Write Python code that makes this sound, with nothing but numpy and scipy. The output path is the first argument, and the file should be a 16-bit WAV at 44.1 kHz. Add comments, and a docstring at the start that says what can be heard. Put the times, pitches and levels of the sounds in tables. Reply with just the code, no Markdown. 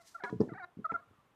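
"""Hens clucking by a screen door

Hens cluck softly a few metres away in a yard. Short falling clucks and longer wavering calls are
stacks of pure tones coloured by the throat, with echoes from the house and fence. Blows make the door
frame and metal latch ring and the mesh buzz; the mesh also cracks in short bursts of noise.
Cloth rustles once at the start, and quiet outdoor air, a softly swaying noise, lies under it all."""
import sys
import numpy as np
from scipy import signal
from scipy.fft import rfft, irfft
from scipy.io import wavfile
from scipy.ndimage import uniform_filter1d

SR = 44100
rng = np.random.default_rng(int(sys.argv[2]) if len(sys.argv) > 2 else 0)


def boost_factor(decibels):
    """Convert a level in decibels to a linear amplitude factor."""
    exponent = np.asarray(decibels, float) / 20
    return 10 ** exponent


def log_audio(samples):
    """Write samples as a 16-bit WAV file to the path given in sys.argv[1]."""
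    # one column per channel
    frames = np.atleast_2d(samples).T
    # limit to full scale, then quantise
    limited = np.clip(frames, -1, 1)
    pcm = np.round(limited * 32767).astype(np.int16)
    wavfile.write(sys.argv[1], SR, pcm)


N = 59535  # length in samples, 1.35 s


def noise(colour):
    """Random noise of unit strength, tinted by rows of frequency in Hz and relative level in dB."""
    hz, db = np.array(colour, float).T
    log_f = np.log(np.arange(N // 2 + 1) * SR / N + 1)
    shape = boost_factor(np.interp(log_f, np.log(hz), db))
    y = irfft(rfft(rng.standard_normal(N)) * shape, N)
    return y / y.std()


def wobble(rate, n):
    """Smooth random drift with a spread near 1; a higher rate (per second) drifts faster."""
    k = int(SR / rate)
    smooth = uniform_filter1d(rng.standard_normal(n + 2 * k), k)
    smooth = uniform_filter1d(smooth, k)
    return np.sqrt(k) * smooth[k:n + k]


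def add(out, start_s, x):
    """Mixes x into out from start_s, trimming whatever falls outside."""
    i = int(round(start_s * SR))
    x = x[max(-i, 0):N - i]
    out[max(i, 0):max(i, 0) + len(x)] += x


def outdoor_air():
    """Quiet outdoor air: mostly low noise whose level sways gently."""
    # The tint of the air. Each row: frequency in Hz, relative level in dB per Hz.
    air_colour = [(15, -46.5), (25, -18.5), (60, -12.5), (140, -7), (293, -9.5), (666, -12), (1130, -9.5),
                  (1640, -16.5), (2250, -19), (3700, -24.5), (4300, -31), (8000, -34), (14000, -36.5)]
    level_db, sway_db, sway_per_s = -71.5, 0.7, 5
    return noise(air_colour) * boost_factor(level_db + sway_db * wobble(sway_per_s, N))


def cloth_rustle():
    """Rubbing cloth: tinted noise that swells and fades along a curve, with a fast flicker."""
    # How the rustle swells and fades. Each row: time in seconds, level in dB.
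    rustle_curve = [(0.0, -80), (0.016, -69.5), (0.046, -73.5), (0.076, -59.5), (0.142, -72), (0.148, -67),
                    (0.172, -76), (0.2, -77.5)]
    # The tint of the rustle. Each row: frequency in Hz, relative level in dB per Hz.
    rustle_colour = [(880, -48), (1500, -28), (1730, -6), (2580, -13.5), (4270, -5), (5930, -3),
                     (14000, -17.5)]
    flicker_db = 1.5
    s, db = np.array(rustle_curve, float).T
    curve_db = np.interp(np.arange(N) / SR, s, db, right=-120)
    return noise(rustle_colour) * boost_factor(curve_db + flicker_db * wobble(260, N))


def mesh_cracks():
    """Cracks of the door mesh: narrow bands of noise that die away at once."""
    # Short noisy cracks. Each row: start in seconds, level in dB, centre in Hz, decay in seconds.
    crack_rows = [(.238, -48.5, 4500, 0.0016), (.238, -45.5, 2160, 0.0064), (.406, -52.5, 5000, 0.0023),
                  (0.413, -53, 5122, 0.0022), (.404, -42.5, 1000, 0.014), (.772, -76.5, 4500, 0.0015),
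                  (.917, -45.5, 1980, .006), (.92, -39.5, 906, 0.0052)]
    out, t = np.zeros(N), np.arange(SR // 10) / SR
    for s, db, hz, decay_s in crack_rows:
        band = signal.butter(2, [hz / 1.14, hz * 1.1], "band", fs=SR, output="sos")
        y = signal.sosfilt(band, rng.standard_normal(len(t)))
        add(out, s, boost_factor(db) * y / y.std() * np.exp(-t / decay_s))
    return out


def struck(modes, blows, rattle_db):
    """Each blow is a smooth push, a shudder and a mesh buzz; longer contact makes a duller ring."""
    shudder_db, shudder_s = -3.5, 0.025  # loose joints keep pushing after each bump
    rattle_s, rattle_hz = 0.053, 3700  # mesh buzz after each blow: decay and middle pitch
    quick_bass_hz = 122  # a 1 ms blow barely moves modes under this; longer blows reach lower
    out, t = np.zeros(N), np.arange(SR // 3) / SR
    hz, mode_db, t60 = np.array(modes, float).T[:, :, None]
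    rings = boost_factor(mode_db) * np.sin(2 * np.pi * hz * t) * boost_factor(-60 * t / t60)
    buzz = signal.butter(2, [rattle_hz / 2, rattle_hz * 2], "band", fs=SR, output="sos")
    for s, db, ms in blows:
        push_ms = np.arange(600) / SR * 1000
        push = np.exp(-(push_ms / (ms / 2) - 2) ** 2)
        bass_loss = 1 + (quick_bass_hz / max(ms, .6) / hz) ** 2
        clean = signal.fftconvolve((rings / bass_loss).sum(0), push)[:len(t)]
        shaking = rng.standard_normal(len(t)) * np.exp(-t / shudder_s)
        loose = signal.fftconvolve(clean, shaking)[:len(t)]
        loose = loose * np.sqrt(ms / (1000 * shudder_s) / push.sum())
        mesh = signal.sosfilt(buzz, rng.standard_normal(len(t))) * np.exp(-t / rattle_s)
        # the row's level is the peak of the clean ring
        ring = (clean + boost_factor(shudder_db) * loose) / np.abs(clean).max()
        add(out, s, boost_factor(db) * (boost_factor(rattle_db) * mesh - ring))
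    return out


def latch():
    """Light taps make the metal latch ring in many clear tones; its deep bass is filtered off."""
    # The latch's ringing tones. Each row: pitch in Hz, relative level in dB, seconds to fall by 60 dB.
    latch_modes = [(216, -11.5, 0.15), (418, -1, 0.081), (534, -7.5, 0.058), (838, -21, 0.11),
                   (980, 0.5, .15), (1240, -9, 0.09), (1677, -2, 0.11), (1930, -28, 0.044),
                   (2233, -14.5, 0.079), (2580, -18.5, 0.026), (3350, -3.5, 0.0067), (4000, -10, 0.018),
                   (5000, -8, 0.0068), (5600, -16.5, 0.0088), (7440, -57.5, 0.0098)]
    # Taps on the latch. Each row: start in seconds, level in dB, contact in milliseconds.
    latch_taps = [(.2375, -27.5, 0.12), (.243, -50, 0.13), (0.3, -42, 0.067), (.917, -42, 0.23)]
    no_bass = signal.butter(3, 170, "high", fs=SR, output="sos")
    return signal.sosfilt(no_bass, struck(latch_modes, latch_taps, rattle_db=-31))


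def door_frame():
    """Dull bumps make the light frame ring low and briefly; a thin door radiates no deep bass."""
    # The frame's ringing tones. Each row: pitch in Hz, relative level in dB, seconds to fall by 60 dB.
    frame_modes = [(96, -18.5, 0.05), (162, -8.5, 0.027), (207.7, -10.5, 0.047), (264, 1, 0.026),
                   (328.3, 9, 0.02), (419.5, 3, 0.059), (575, -17, .05), (717, -26, 0.14),
                   (816, -14.5, 0.014), (1229, -22.5, .05), (1760, -16, .05)]
    # Bumps on the frame. Each row: start in seconds, level in dB, contact in milliseconds.
    frame_knocks = [(0.303, -39.5, 0.55), (0.312, -42.5, 0.87), (0.326, -23.5, 1), (.341, -27, 1.9),
                    (.357, -31, 3), (0.387, -42.5, 3.3), (0.398, -23.5, 2.15), (0.4032, -11.5, 1.154),
                    (0.413, -17.5, 0.48), (0.424, -23, 0.92), (.435, -27.5, 0.57), (0.447, -44, 0.3),
                    (.475, -34, 0.58), (.49, -37, 0.78), (0.518, -30.5, 1.4), (.524, -33, 1.8),
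                    (.555, -44.5, 2.4), (0.628, -50, 5.4), (.769, -35.5, 2.35), (.777, -53.5, 1.3),
                    (0.788, -35.5, 1.18), (.792, -33.5, 2.34), (0.798, -40.5, 1.27), (0.92, -29, 1),
                    (.94, -46.5, 5.6), (1.068, -53, 7), (1.097, -41.5, 9), (1.181, -53.5, 4.9)]
    no_bass = signal.butter(4, 108, "high", fs=SR, output="sos")
    return signal.sosfilt(no_bass, struck(frame_modes, frame_knocks, rattle_db=-52.5))


def yard(x):
    """The yard around a sound: dull slap echoes from house and fence, and a soft scattered tail."""
    # House and fence echoes. Each row: delay in seconds, level in dB.
    echo_rows = [(.013, -7), (.045, -12.5), (.085, -26.5)]
    tail_db, tail_hz, tail_t60_s = -30, 1000, 0.35
    echo_hz = 655  # echoes are dull above this
    t = np.arange(SR // 2) / SR
    tail = rng.standard_normal(len(t)) * boost_factor(-60 * t / tail_t60_s) * np.minimum(t / 0.028, 1)
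    tail = signal.sosfilt(signal.butter(1, tail_hz, fs=SR, output="sos"), tail)
    response = boost_factor(tail_db) * tail / np.sqrt(np.sum(tail ** 2))
    dull = signal.butter(3, echo_hz, fs=SR, output="sos")
    slap = signal.sosfilt(dull, signal.unit_impulse(300))
    for s, db in echo_rows:
        add(response, s, boost_factor(db) * slap)
    return x + signal.fftconvolve(x, response)[:N]


def voice(hz, gain, boost_db, half_db):
    """Tones of the hen's voice box (syrinx), and of half its pitch, through the throat, with breath."""
    # The voice's basic tint. Each row: frequency in Hz, relative level in dB.
    voice_colour = [(300, -15), (700, 1), (950, -7), (1400, 1), (1900, -4.5), (2200, -10), (2600, -32.5),
                    (3600, -55), (3900, -12), (4100, -47), (4400, -19), (4800, -34), (8000, -55.5)]
    throat_hz, throat_width_hz = 1250, 335
    boost_tilt = 0.112  # a ringing throat dulls what lies above it
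    beak_db = -15.5  # treble loss while the beak is nearly shut
    hiss_db, hiss_hz = -34, 4500  # air through the beak; a stronger throat boost raises it
    jitter, shimmer_db = 0.013, 0.8  # random drift of pitch (share) and of level
    breath_db = -17  # roughness; a throat boost or cut reduces it
    n = len(hz)
    hz = hz * (1 + jitter * wobble(220, n))
    k = np.arange(1, 25)[:, None] / 2  # whole multiples of the pitch and those halfway between
    f = k * hz
    at, db = np.array(voice_colour, float).T
    lines_db = np.interp(np.log(f), np.log(at), db)
    lines_db = lines_db + boost_db * np.exp(-((f - throat_hz) / throat_width_hz) ** 2)
    lines_db = lines_db - boost_tilt * boost_db * (f > 1.3 * throat_hz)
    lines_db = lines_db + beak_db * (f > 3000) * (boost_db < 4)
    lines_db = lines_db + half_db * (2 * k % 2)  # only the halfway lines
    phase = 2 * np.pi * np.cumsum(hz) / SR
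    lines = boost_factor(lines_db) * np.sin(k * (phase + 1.4 * k))
    tone = np.sqrt(2) * lines.sum(0) * boost_factor(shimmer_db * wobble(170, n))
    beak = signal.butter(2, [hiss_hz / 2, hiss_hz * 2], "band", fs=SR, output="sos")
    hiss = boost_factor(hiss_db + boost_db / 2) * signal.sosfilt(beak, rng.standard_normal(n))
    roughness = 1 + boost_factor(breath_db - np.abs(boost_db)) * wobble(1200, n)
    return gain * (tone * roughness + hiss)


def short_clucks():
    """Each cluck starts high, swoops down to its pitch, swells and is cut short."""
    # Each row: start in seconds, length in seconds, pitch in Hz after the swoop, level in dB,
    # throat boost in dB.
    cluck_rows = [(-.02, 0.043, 686, -64.5, -6), (.028, .03, 670.4, -72, -3), (.142, 0.024, 679, -62, 22),
                  (0.177, 0.017, 578, -70.5, 13), (0.515, .026, 596.4, -69, 17),
                  (0.574, 0.015, 604, -71, 21), (0.841, .025, 638.5, -52.5, 22.5),
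                  (.891, 0.025, 663.5, -54, 21.5), (0.935, .030, 685.8, -50, 20),
                  (0.961, 0.044, 549, -67.5, 10), (1.007, 0.03, 611, -82, 22),
                  (1.043, 0.0315, 630, -93.5, 20.5), (1.081, 0.013, 656, -86, 11),
                  (1.123, 0.027, 630, -88.5, 18.5), (1.168, 0.049, 588.5, -91, 22.5),
                  (1.24, 0.036, 547, -91.5, 24.5)]
    swoop, swoop_s = 0.4, 0.003  # starts this share too high; time of the drop
    attack, release_s = 0.7, 0.003  # share of the length spent swelling; time of the cut
    out = np.zeros(N)
    for s, length, hz, db, boost_db in cluck_rows:
        t = np.arange(int((length + 6 * release_s) * SR)) / SR
        swell = np.sin(np.pi / 2 * np.clip(t / (attack * length), 0, 1))
        cut = np.exp(-(np.maximum(t - 0.9 * length, 0) / release_s) ** 2)
        falling_hz = hz * (1 + swoop * np.exp(-t / swoop_s))
        add(out, s, voice(falling_hz, boost_factor(db) * swell * cut, boost_db, -58))
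    return out


def long_calls():
    """Each long call glides along its own curves of pitch, level and colour."""
    # One list of rows per call. Each row: time in seconds, pitch in Hz, level in dB,
    # throat boost in dB, level of the half-pitch lines in dB.
    call_curves = [
        [(.192, 1024, -79, -22, -45), (.198, 955, -58.5, -7.5, -23), (.205, 822.5, -56, 19, -26.5),
         (.212, 707, -58, 9, -40), (.218, 718.6, -74, 5.5, -20), (.224, 714.6, -51.5, -0.5, -24),
         (.235, 679, -60, -25, 12), (.25, 809.6, -43, -4, 1), (.265, 713, -69, 25.5, -7.5),
         (.28, 706.7, -47.5, 1.5, -31.5), (.298, 718, -57, 8.5, 12), (.306, 705, -112.5, -13, -19.5)],
        [(.482, 980, -75, -4, -32), (.488, 888, -59, 8, -26), (.495, 704, -55, 0.5, -34.5),
         (.508, 658, -57.5, -3.5, -33), (.522, 703, -65, 5.5, -34), (.53, 660, -84, 20, -31)],
        [(.532, 988, -84.5, -5, -26), (.537, 980, -52.5, 13, -17.5), (.544, 852, -53, -11, -15),
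         (.552, 739.6, -51.5, -3, -8), (.57, 773.6, -51.5, -12, -13.5), (.58, 858, -48, -3, -18),
         (.588, 978, -48, -10.5, -26), (.594, 943, -48.5, -7, -24), (.6, 773.6, -46.5, -6, -18.5),
         (.615, 739.4, -51.5, -5, -16.5), (.63, 704, -55, 9, -1), (.646, 708.4, -51.5, 5, 2),
         (.654, 710, -68.5, -3, 6.5)],
    ]
    out = np.zeros(N)
    for rows in call_curves:
        s, *columns = np.array(rows, float).T
        t = np.arange(s[0], s[-1], 1 / SR)
        curves = [uniform_filter1d(np.interp(t, s, c), size=88) for c in columns]  # 2 ms rounding
        hz, db, boost_db, half_db = curves
        add(out, s[0], voice(hz, boost_factor(db), boost_db, half_db))
    return out


def scene():
    """Mixes all layers; only the hens get the yard's echoes."""
    hens = yard(short_clucks() + long_calls())
    door = door_frame() + latch() + mesh_cracks()
    return (hens + door + cloth_rustle() + outdoor_air())[None]


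def roll_off(x):
    """The treble ends steeply here."""
    return signal.sosfilt(signal.butter(12, 14350, fs=SR, output="sos"), x)


def record(dry):
    """Turns the finished mix into the final sound."""
    return roll_off(dry)


dry = scene()
out = record(dry)
log_audio(out)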